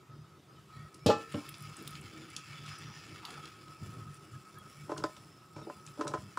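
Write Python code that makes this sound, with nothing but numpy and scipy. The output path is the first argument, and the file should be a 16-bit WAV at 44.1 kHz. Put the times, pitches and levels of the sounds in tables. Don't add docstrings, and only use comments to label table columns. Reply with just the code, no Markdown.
import sys
import numpy as np
from scipy import signal
from scipy.fft import rfft, irfft, next_fast_len
from scipy.io import wavfile
from scipy.ndimage import uniform_filter1d

SR = 44100
rng = np.random.default_rng(int(sys.argv[2]) if len(sys.argv) > 2 else 0)


def volts_from_db(level):
    exponent = np.asarray(level, float) / 20
    return 10 ** exponent


def materialize(psi):
    bounded = np.clip(np.atleast_2d(psi).T, -1, 1)
    quanta = np.round(bounded * 32767).astype(np.int16)
    wavfile.write(sys.argv[1], SR, quanta)


N = 281358

# time_s, rasp_db (pressure), ring_db (lean on the pan wall)
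DRAG = [(0.0, -96, -63.5), (0.42, -99, -76), (0.58, -71, -72), (0.78, -61.5, -65), (1.05, -66.5, -60.5),
        (1.22, -51.5, -58.5), (1.75, -51.5, -55.5), (2.2, -53, -67), (2.7, -49, -59), (3.07, -51.5, -72),
        (3.34, -51, -54), (3.62, -59, -59), (3.94, -56.5, -55.5), (4.3, -62, -60.5), (5.05, -60.5, -58),
        (5.4, -68.5, -60.5), (6.06, -59.5, -56), (6.38, -61.5, -63)]
# freq_hz, level_db
RASP_COLOUR = [(150, -43.5), (250, -20.5), (317, 0), (523, -24), (967, -13.5), (1160, -10), (1280, 3.5),
               (1550, -8.5), (2600, -2.5), (4240, -11.5), (5150, -10), (6350, -16), (7000, -9.5),
               (9100, -91), (15400, -120)]
# freq_hz, level_db
BRIGHT_COLOUR = [(3530, -29), (6000, -0.5), (6350, -21), (7500, 1.5), (8200, -6.5), (9960, -2.5),
                 (11700, -9.5), (13600, -23), (14900, -8.5), (15800, -10)]
# time_s, bright_lift_db
STEAM = [(0, 9), (1.2, -2), (1.5, 0), (2.4, -4), (3.0, -5.5), (3.75, 0.5), (3.85, 2.5), (4.2, 3),
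         (4.4, 3.5), (4.6, 4.5), (4.8, 3.5), (5.2, 6), (5.5, 6), (6.38, 1)]
# freq_hz, width_hz, level_db
RIM_RESONANCES = [(805, 7, 5.4), (1853, 87, 2.7), (2315, 39, 1.1), (2670, 24, 0.78), (3527, 80, 2),
                  (5150, 200, 6), (5500, 200, 4)]
# freq_hz, width_hz, level_db
WALL_RESONANCES = [(1110, 14, -3), (1280, 21, 13.5), (1370, 62, -7.5), (1370, 27, -26)]
# start_s, hold_s, ring_db
LEANS = [(0.1, 0.053, -60), (0.22, 0.16, -62.5), (0.48, 0.11, -63.5), (0.7, 0.18, -58), (1.3, .14, -67),
         (1.553, 0.1, -61), (1.693, 0.021, -52), (1.907, 0.063, -54.5), (2.374, 0.026, -55),
         (2.531, 0.037, -56), (2.653, 0.14, -54.5), (2.876, 0.046, -56), (3.154, .25, -56),
         (3.439, 0.029, -53), (3.679, 0.048, -55), (3.926, 0.17, -57.5), (4.319, 0.046, -57),
         (4.45, .05, -59), (4.579, 0.011, -52.5), (4.62, 0.054, -54), (5.163, 0.016, -55),
         (5.61, 0.02, -58), (5.95, 0.058, -61), (6.29, 0.028, -62)]
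# freq_hz, width_hz, level_db
BOTTOM_RESONANCES = [(111.3, 1.8, 9.5), (122.4, 4.4, 7.5), (146.25, 3.8, 16.5), (199, 4, 2.5)]
# start_s, hold_s, hum_db
SHUDDERS = [(0.107, 0.12, -52), (0.325, 0.026, -61), (0.546, 0.16, -65.5), (0.765, 0.1, -49),
            (1.04, 0.13, -51), (1.33, 0.043, -54), (1.48, 0.061, -53.5), (1.617, 0.097, -48.5),
            (1.838, 0.24, -51), (2.183, 0.036, -58.5), (2.325, 0.067, -58), (2.504, 0.04, -50.5),
            (2.603, 0.12, -50), (2.827, 0.077, -48), (2.976, 0.015, -53), (3.096, 0.13, -60),
            (3.348, 0.092, -54), (3.69, 0.015, -53.5), (3.813, 0.3, -48), (4.338, 0.035, -48),
            (4.543, 0.14, -57), (4.798, .05, -49), (4.966, 0.087, -47), (5.144, 0.17, -62),
            (5.562, 0.06, -49.5), (5.778, 0.025, -55), (5.87, 0.043, -54), (6.065, 0.21, -49)]
# freq_hz, width_hz, level_db
FLOOR_RESONANCES = [(236, 124, -11.5), (320, 23, -10.5), (362, 160, -13)]
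# start_s, hold_s, hum_db
RUBS_EARLY = [
    (0.009, 0.25, -64),
    (0.34, 0.034, -73),
    (0.53, 0.072, -74),
    (0.687, 0.21, -75),
    (1.03, 0.053, -64),
]
RUBS_MIDDLE = [(1.457, 0.037, -53), (1.537, 0.057, -57), (1.671, 0.057, -55), (1.778, 0.099, -53),
               (1.964, 0.071, -52), (2.054, 0.047, -62), (2.217, 0.061, -63), (2.359, 0.045, -56),
               (2.599, 0.058, -56), (2.7, 0.045, -67), (2.836, 0.029, -73), (2.89, 0.08, -63),
               (3.018, 0.061, -60), (3.107, 0.061, -55), (3.281, 0.2, -56), (3.696, 0.035, -57),
               (3.79, 0.075, -52), (3.916, 0.089, -55), (4.109, 0.028, -62), (4.197, 0.052, -56),
               (4.349, 0.064, -61), (4.662, 0.025, -53), (4.836, 0.039, -56)]
RUBS_LATE = [
    (5.125, 0.042, -60),
    (5.227, 0.053, -77),
    (5.307, 0.052, -56.5),
    (5.467, 0.074, -65),
]
# start_s, length_s, from_hz, to_hz, level_db
SQUEAKS = [(0.03, 0.036, 1850, 1880, -74), (0.103, 0.17, 4970, 5000, -76), (0.471, 0.14, 4830, 5200, -74),
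           (0.55, 0.054, 3850, 3770, -75), (0.557, 0.047, 3120, 3000, -70), (0.7, 0.19, 4500, 4640, -73),
           (0.716, 0.064, 4000, 4000, -69), (0.73, 0.16, 1825, 1910, -65.5), (0.74, 0.095, 2150, 2300, -67),
           (0.735, .12, 3250, 3400, -72), (0.98, 0.12, 5340, 5280, -69), (0.992, 0.082, 2250, 2360, -69),
           (2.4, .15, 5100, 5150, -73), (2.62, 0.22, 5120, 5100, -62), (2.65, 0.32, 5900, 5640, -64),
           (2.818, .22, 5040, 5100, -69), (2.88, 0.2, 5930, 5750, -66), (2.503, 0.22, 3470, 3380, -66),
           (3.05, .12, 5200, 5100, -76), (3.403, 0.088, 3320, 3270, -61), (4.335, .03, 1650, 1670, -65),
           (4.572, 0.05, 3300, 3300, -65), (4.555, 0.036, 1620, 1680, -63.5), (4.78, .06, 2300, 2250, -66),
           (5.53, .12, 5350, 5450, -65.5), (5.63, 0.093, 5150, 4900, -69), (5.62, .04, 3600, 3780, -68),
           (5.717, .02, 2650, 2750, -66), (5.72, 0.074, 4800, 4850, -70), (5.79, .07, 5200, 5330, -72),
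           (1.353, 0.5, 5230, 5120, -69), (3.551, .45, 5240, 5250, -72), (4.107, .45, 5170, 5320, -76),
           (4.599, 0.54, 5300, 5410, -70.5), (5.102, .4, 5350, 5200, -70), (5.9, 0.42, 5240, 5200, -70)]
# freq_hz, level_db, t60_s
PAN_MODES = [(145, -13, .2), (224, -15, .15), (285, -8, .12), (314, -12, .2), (364, -17, .16),
             (452, -14, .33), (473, 0, .125), (515, -8, .12), (593, -3, .1), (651, -23, .2), (831, 3, .18),
             (864, -9, .2), (942, -13, .12), (1030, -12, .12), (1061, -16, .35), (1193, -6, .21),
             (1329, -12, .55), (1356, -17, .25), (1755, -19, .45), (2581, -13, .4), (2620, -22, .2),
             (2870, -14, .16), (2974, -21, .2), (3101, -17, .17), (3268, -18, .2), (3951, -20, .17),
             (4334, -19, .17), (4829, -20, .12), (5071, -21, .17)]
# low_hz, high_hz, level_db, t60_s
PAN_CLATTER = [(150, 620, -14.5, .3), (650, 1500, -13.5, .22), (1500, 2500, -22, .2), (2600, 5600, -9, .21),
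               (6600, 7900, -20, .24), (8500, 14000, -20, .11)]
# start_s, strength_db, middle_db, high_db, contact_ms
KNOCKS = [
    (1.061, -25, -2.5, 2, 1.7),
    (1.0645, -32.5, -33, -30, 1.2),
    (1.087, -14.5, -21, -42, 6.1),
    (1.096, -24, -0.5, -4.5, 8.5),
    (1.104, -41, 11, -33, 6.3),
]
# freq_hz, level_db, t60_s
LANDING_MODES = [(221, 5, 0.14), (292, 4, .14), (438, -22, .12), (470.7, -3, 0.11), (583, 2, 0.085),
                 (623, -20, 0.11), (797, -9, 0.17), (1060, -8, 0.27), (1330, -6, 0.2), (1620, -15, .1)]
# start_s, strength_db, middle_db, high_db, contact_ms
LANDINGS = [
    (1.341, -39, -6, -20, 1.8),
    (1.351, -42, -5, -20, 2.7),
    (1.372, -41.5, -8, -20, 2.1),
    (1.408, -56, 8, -20, 5.4),
]
# freq_hz, level_db, t60_s
PLATE_MODES = [(278, 4, 0.029), (319.6, 6, 0.083), (428, 1, 0.085), (579.5, 3, 0.076), (622.6, -7.5, 0.23),
               (734, -12, 0.17), (869.5, -1.5, 0.049), (930, -13.5, 0.062), (998, -11, 0.16),
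               (1025, 1.5, 0.13), (1287, 3.5, 0.043), (1470, -0.5, 0.032), (1510, -22, 0.019),
               (1790, -20, 0.23), (1925, -26.5, 0.15), (2300, -11, 0.033), (2705, -18, 0.082)]
# low_hz, high_hz, level_db, t60_s
PLATE_CLATTER = [(250, 900, -8, .13), (900, 1700, -7, .09), (1900, 7500, -10.5, .11)]
# start_s, strength_db, middle_db, high_db, contact_ms
DROPS = [(4.879, -55, -5, -20, 2.7), (4.8925, -33, -10, -13, 0.18), (4.899, -44.5, 13.5, 4, 7.1),
         (4.9155, -30.5, -3.5, -7, 0.35), (4.932, -45, 3, -13, 5.5), (4.946, -45, -10, -10, 5.8),
         (4.962, -45, 11.5, -13, 7.2), (4.975, -32.5, -3, 4, 12), (4.998, -43, 3, 0, 10),
         (5.021, -45, -3, -17, 3.1), (5.0375, -27.5, 1, -8, 0.42), (5.091, -49, 4, -10, 5),
         (5.167, -57, -1, 12.5, 2.5), (5.561, -40.5, -6, 4, 7.4), (5.58, -38.5, 1, 0, 10.6),
         (5.612, -45, -6, 0, 4.4), (5.667, -31, -29, -17, 11), (5.6965, -38.5, -1.5, -7, 0.63),
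         (5.973, -47, -11, -18, 2.6), (5.985, -42, -10, -25, 7), (5.993, -31, -7, -31, 8.8),
         (6.0085, -33, 3.5, 1, 0.3), (6.036, -44, -5, -20, 4.3), (6.048, -31, -9, -22, 7.5),
         (6.068, -32, 3.5, 5, 9.3), (6.089, -40, -10, -14, 6.7), (6.104, -36, -11, -20, 11),
         (6.116, -39, -2.5, -17, 5.6), (6.136, -31.5, 2, -2.5, 0.73), (6.147, -36, 0, -8, 1.1),
         (6.172, -47, 4.5, -6, 2.7), (6.371, -43.5, 13.5, 7.5, 2.3)]
# start_s, peak_db, centre_hz
TICKS = [(0.9434, -41, 6140), (1.322, -52, 1390), (1.3227, -34.5, 2100), (1.344, -34, 2670),
         (1.488, -36.5, 2800), (1.541, -35, 3280), (1.875, -30, 3460), (1.9528, -32, 3400),
         (2.364, -25, 4330), (2.529, -38, 2230), (2.6613, -38.5, 4800), (2.838, -43, 2590),
         (3.185, -50, 2280), (3.251, -27.5, 3300), (3.3043, -38.5, 5500), (3.3402, -36, 2530),
         (3.455, -36.5, 4430), (3.681, -45, 3330), (4.9782, -31, 4780), (5.0383, -28, 4370),
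         (5.1656, -40.5, 3650), (5.8647, -39, 4200), (5.875, -41, 2130), (5.885, -46, 4000),
         (6.01, -45, 2440), (6.078, -25.5, 4960)]
# start_s, peak_db, centre_hz
SPITS = [(0.9458, -42, 9100), (1.064, -27, 9700), (1.322, -39, 8700), (1.491, -29, 11600),
         (1.582, -41, 10300), (1.6053, -42, 10500), (1.623, -36, 11100), (1.767, -36.5, 8600),
         (1.824, -39, 11900), (1.876, -33.5, 8900), (1.8754, -36, 14000), (1.907, -35, 10900),
         (2.012, -42.5, 9700), (2.3014, -39, 9200), (2.365, -29, 9200), (2.785, -40, 9400),
         (3.254, -36, 11400), (3.306, -41, 10100), (4.143, -43.5, 9400), (4.585, -39.5, 11100),
         (4.974, -41, 8300), (5.8645, -37.5, 7200), (5.883, -46, 8950), (5.94, -50, 7200),
         (6.01, -41, 5100), (6.046, -48, 8000), (6.372, -40.5, 7640), (6.0765, -40, 8100)]
# start_s, peak_db, centre_hz, length_ms
SCUFFS = [
    (3.225, -42.5, 1060, 45),
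    (3.27, -47.5, 744, 38),
    (3.30, -47, 400, 110),
    (3.335, -41, 1400, 23),
    (3.37, -49, 740, 17),
    (2.70, -43, 1610, 38),
    (2.88, -53.5, 885, 89),
    (3.345, -58, 2600, 14),
]
# start_s, peak_db, pitch_hz, length_ms
THUDS = [
    (1.0611, -2.5, 192, 1.64),
    (1.0638, -4.5, 81, 7.9),
    (1.3422, -22, 236, 4.5),
    (1.347, -20, 77, 12),
    (1.371, -33, 291, 39),
    (1.701, -47, 80, 10),
    (3.126, -32, 80, 14),
    (3.825, -20.5, 75, 23),
    (4.916, -36, 305, 7.9),
    (5.992, -30, 298, 28),
]
# freq_hz, level_db
HISS_COLOUR = [(15, -48), (25, -21), (144, 7.5), (248, -10), (382, -0.5), (437, -11), (691, -13.5),
               (881, -13.5), (1280, -12), (1590, -17), (3780, -20), (5500, -23.5), (6310, -25),
               (15800, -35.5)]
# freq_hz, level_db
SIDE_COLOUR = [(15, -29), (25, -6), (130, -10), (222, -14), (392, -15), (513, -8.5), (955, -17),
               (1280, 1.5), (1470, -11.5), (5670, -23.5), (7220, -48), (14600, -27.5), (15800, -33)]
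# freq_hz, level_db
MIC = [(20, -31), (60, -42), (100, -3.5), (5300, -3), (6350, -3.5), (7300, -4), (10000, -5), (13600, -13),
       (15000, 4), (16300, -23), (18000, -67)]

FIRM_DB = -55


def drag():
    rasp_db = curves(DRAG)[0]
    bright_db = -63.5 + 0.88 * (rasp_db - FIRM_DB) + curves(STEAM)[0]
    bright_db[:int(np.ceil(0.73 * SR))] -= 3
    slips = level(grit(3500, 0.5), 0) * volts_from_db(2.0 * walk(29.96))
    rim = resonate(slips, RIM_RESONANCES) * volts_from_db(-21.5)
    rasp = level(coloured(level(slips, 0) + rim, RASP_COLOUR), 0)
    bright = level(coloured(slips * volts_from_db(0.5 * walk(20.0)), BRIGHT_COLOUR), 0)
    return rasp * volts_from_db(rasp_db - 4.0) + bright * volts_from_db(bright_db - 4.0)


def wall():
    sing = level(resonate(rng.standard_normal(N) * volts_from_db(0.44 * walk(49)), WALL_RESONANCES), 0)
    sing = sing / uniform_filter1d(sing ** 2, size=1500) ** 0.079
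    leans = swells(LEANS, rise_s=0.01, fall_s=0.0083)
    return sing * np.hypot(volts_from_db(curves(DRAG)[1] - 3.0), volts_from_db(-1.0) * leans)


def shudder():
    hum = resonate(rng.standard_normal(N), BOTTOM_RESONANCES)
    hum = hum / np.sqrt(uniform_filter1d(hum ** 2, size=3000))
    rest_db = -93
    hum_gain = volts_from_db(rest_db) + swells(SHUDDERS, rise_s=0.023, fall_s=0.021)
    upper = level(resonate(rng.standard_normal(N) * volts_from_db(4.6 * walk(25.17)), FLOOR_RESONANCES), 0)
    upper_db = -62.5 + 0.1 * (curves(DRAG)[0] - FIRM_DB)
    rubs = swells(RUBS_EARLY + RUBS_MIDDLE + RUBS_LATE, rise_s=0.005, fall_s=0.026)
    return hum_gain * hum + upper * np.hypot(volts_from_db(upper_db), volts_from_db(-4.0) * rubs)


def squeaks():
    out, t = np.zeros(N + SR // 2), np.arange(SR // 2) / SR
    rough_pairs = rng.standard_normal((len(SQUEAKS), 2, SR // 2))
    for (s, length, from_hz, to_hz, db), rough in zip(SQUEAKS, rough_pairs):
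        k = int(SR / (0.06 * from_hz))
        waver = uniform_filter1d(uniform_filter1d(rough, k), k)
        glide_hz = from_hz + (to_hz - from_hz) * t / length
        phase = 2 * np.pi * np.cumsum(glide_hz) / SR
        tone = level(waver[0] * np.cos(phase) + waver[1] * np.sin(phase), db)
        at = int(s * SR)
        out[at:at + SR // 2] += tone * np.sin(np.pi * np.clip(t / length, 0, 1)) ** .5
    return out[:N]


def knocked_pan():
    knock = struck(KNOCKS, PAN_MODES, [700, 2000], PAN_CLATTER, touch=1.39)
    landing_clatter = [(150, 560, -4.0, 0.15), (800, 1500, -3, .15)]  # low_hz, high_hz, level_db, t60_s
    return knock + struck(LANDINGS, LANDING_MODES, [700, 2000], landing_clatter, touch=0.51)


def dropped_food():
    return volts_from_db(-11) * struck(DROPS, PLATE_MODES, [900, 2000], PLATE_CLATTER, touch=2.69)


def wet_pops():
    ticks = pops([(*tick, 2.67) for tick in TICKS], spread=1.58)
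    spits = pops([(*spit, 2.7) for spit in SPITS], spread=1.16)
    return ticks + spits + pops(SCUFFS, spread=1.163)


def thuds():
    out, t = np.zeros(N + 4096), np.arange(4096) / SR
    for s, db, hz, ms in THUDS:
        at = int(s * SR)
        out[at:at + 4096] -= volts_from_db(db) * np.sin(2 * np.pi * hz * t) * np.exp(-t / (ms / 1000))
    return out[:N]


def room_echo(x):
    t60_s, room_db = .2, -9
    t = np.arange(SR // 2) / SR
    fade = bandpass(rng.standard_normal(len(t)) * np.exp(-np.log(1000) * t / t60_s), 250, 9000, 2)
    fade = fade / np.sqrt(np.sum(fade ** 2))
    return volts_from_db(room_db) * signal.fftconvolve(x, fade)[:N]


def room_hiss():
    return level(coloured(rng.standard_normal(N), HISS_COLOUR), -60.5) * volts_from_db(0.49 * walk(4.0))


def channel_difference(steady):
    side = level(coloured(rng.standard_normal(N), SIDE_COLOUR), -82) * volts_from_db(5 * walk(3.64))
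    return mottled(side + volts_from_db(-36.0) * np.roll(steady, shift=400), 8.2)


def struck(blows, modes, split_hz, clatters, touch):
    hard_ms = 3.1
    push, t = np.zeros((3, N + 2048)), np.arange(2048) / SR
    click = np.arange(2048) == 64
    for (s, db, middle_db, high_db, ms), rough in zip(blows, rng.standard_normal((len(blows), 2048))):
        ms = max(ms, .2)
        burst = rough * t * np.exp(-t / (ms / 2000))
        burst = burst / np.sqrt(np.sum(burst ** 2)) + touch * min(hard_ms / ms, 1) * click
        at = int(s * SR)
        push[:, at:at + 2048] += volts_from_db(db + np.array([0, middle_db, high_db]))[:, None] * burst
    mode_hz = [m[0] for m in modes]
    group = np.searchsorted(split_hz, mode_hz)
    sign = (-1) ** np.cumsum(np.diff(np.log(mode_hz), prepend=0) > .07)
    live = slice(int(blows[0][0] * SR), min(int((blows[-1][0] + 1) * SR), N))
    out = np.zeros(N)
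    for k, (hz, db, t60) in enumerate(modes):
        out[live] += sign[k] * volts_from_db(db) * ring(push[group[k], live], hz, t60)
    for lo_hz, hi_hz, db, t60 in clatters:
        band = np.searchsorted(split_hz, np.sqrt(lo_hz * hi_hz))
        out += clatter(push[band], lo_hz, hi_hz, db, t60)
    return out


def clatter(push, lo_hz, hi_hz, db, t60):
    r = np.exp(-2 * np.log(1000) / (t60 * SR))
    noise = bandpass(rng.standard_normal(N), lo_hz, hi_hz, 3)
    return level(noise, db) * np.sqrt(signal.lfilter([1], [1, -r], push[:N] ** 2))


def ring(x, hz, t60):
    r = np.exp(-np.log(1000) / (np.clip(t60, 1 / 200, 1 / 2) * SR))
    w = 2 * np.pi * hz / SR
    return signal.lfilter([0, r * np.sin(w)], [1, -2 * r * np.cos(w), r * r], x)


def resonate(x, peaks):
    return sum(level(ring(x, hz, np.log(1000) / (np.pi * width)), db) for hz, width, db in peaks)


def pops(table, spread):
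    out, t = np.zeros(N + 8192), np.arange(8192) / SR
    for (s, db, hz, ms), rough in zip(table, rng.standard_normal((len(table), 8192))):
        fade = t / (ms / 1000)
        pop = bandpass(rough * np.tanh(4.8 * fade) * np.exp(-fade), hz / spread, hz * spread, 2)
        at = int(s * SR)
        out[at:at + 8192] += volts_from_db(db) * pop / np.abs(pop).max()
    return out[:N]


def grit(rate, scatter_db):
    return (rng.random(N) < rate / SR) * rng.standard_normal(N) * volts_from_db(scatter_db * rng.exponential(size=N))


def mottled(x, patchy_db):
    z = signal.stft(x, nperseg=512)[2]
    field = uniform_filter1d(rng.standard_normal(z.shape), size=2, axis=0)
    field = uniform_filter1d(field, size=9, axis=1)
    return signal.istft(z * volts_from_db(patchy_db * field / field.std()), nperseg=512)[1][:N]


def walk(rate):
    k = int(SR / rate)
    held = np.repeat(rng.standard_normal(N // k + 1), k)
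    return 0.98 * uniform_filter1d(uniform_filter1d(held, k), k)[:N]


def curves(table):
    s, *columns = np.transpose(np.vstack(table))
    return [np.interp(np.arange(N) / SR, s, c) for c in columns]


def swells(table, rise_s, fall_s):
    t = np.arange(0, N, 32) / SR
    start, hold, db = np.transpose(table)[:, :, None]
    rise = (np.minimum(t - start, 0) / rise_s) ** 2
    fall = np.maximum(t - start - hold, 0) / fall_s
    gain = np.max(volts_from_db(db) * np.exp(-rise - fall), axis=0)
    return np.interp(np.arange(N) / SR, t, gain)


def level(x, db):
    return x * volts_from_db(db) / np.sqrt(np.mean(x ** 2))


def bandpass(x, lo_hz, hi_hz, order):
    return signal.sosfilt(signal.butter(order, [lo_hz, hi_hz], "band", fs=SR, output="sos"), x)


def coloured(x, shape):
    hz, db = np.transpose(shape)
    size = next_fast_len(N)
    f = np.maximum(np.arange(size // 2 + 1) * SR / size, 1)
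    gain = volts_from_db(np.interp(np.log(f), np.log(hz), db, left=-120, right=-120))
    return irfft(rfft(x, size) * gain, size)[:N]


def causal(x, shape):
    hz, db = np.transpose(shape)
    size = next_fast_len(N)
    f = np.maximum(np.arange(size // 2 + 1) * SR / size, 1)
    quefrency = irfft(np.log(volts_from_db(np.interp(np.log(f), np.log(hz), db))), size)
    quefrency[1:size // 2] *= 2
    quefrency[size // 2 + 1:] = 0
    return irfft(rfft(x, size) * np.exp(rfft(quefrency)), size)[:N]


def scene():
    steady = mottled(drag() + room_hiss(), 2.4) + wall() + shudder() + squeaks()
    steady = signal.sosfilt(signal.ellip(8, .2, 60, 15550, fs=SR, output="sos"), steady)
    steady = signal.sosfilt(signal.butter(4, 68, "high", fs=SR, output="sos"), steady)
    small = wet_pops() + thuds()
    hits = knocked_pan() + dropped_food() + small + room_echo(small)
    mid = causal(hits, MIC) + steady
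    side = channel_difference(steady)
    return np.array([mid + side, mid - side])


def top_cut(x):
    return signal.sosfilt(signal.butter(12, 16620, fs=SR, output="sos"), x)


def record(dry):
    return top_cut(dry)


dry = scene()
out = record(dry)
materialize(out)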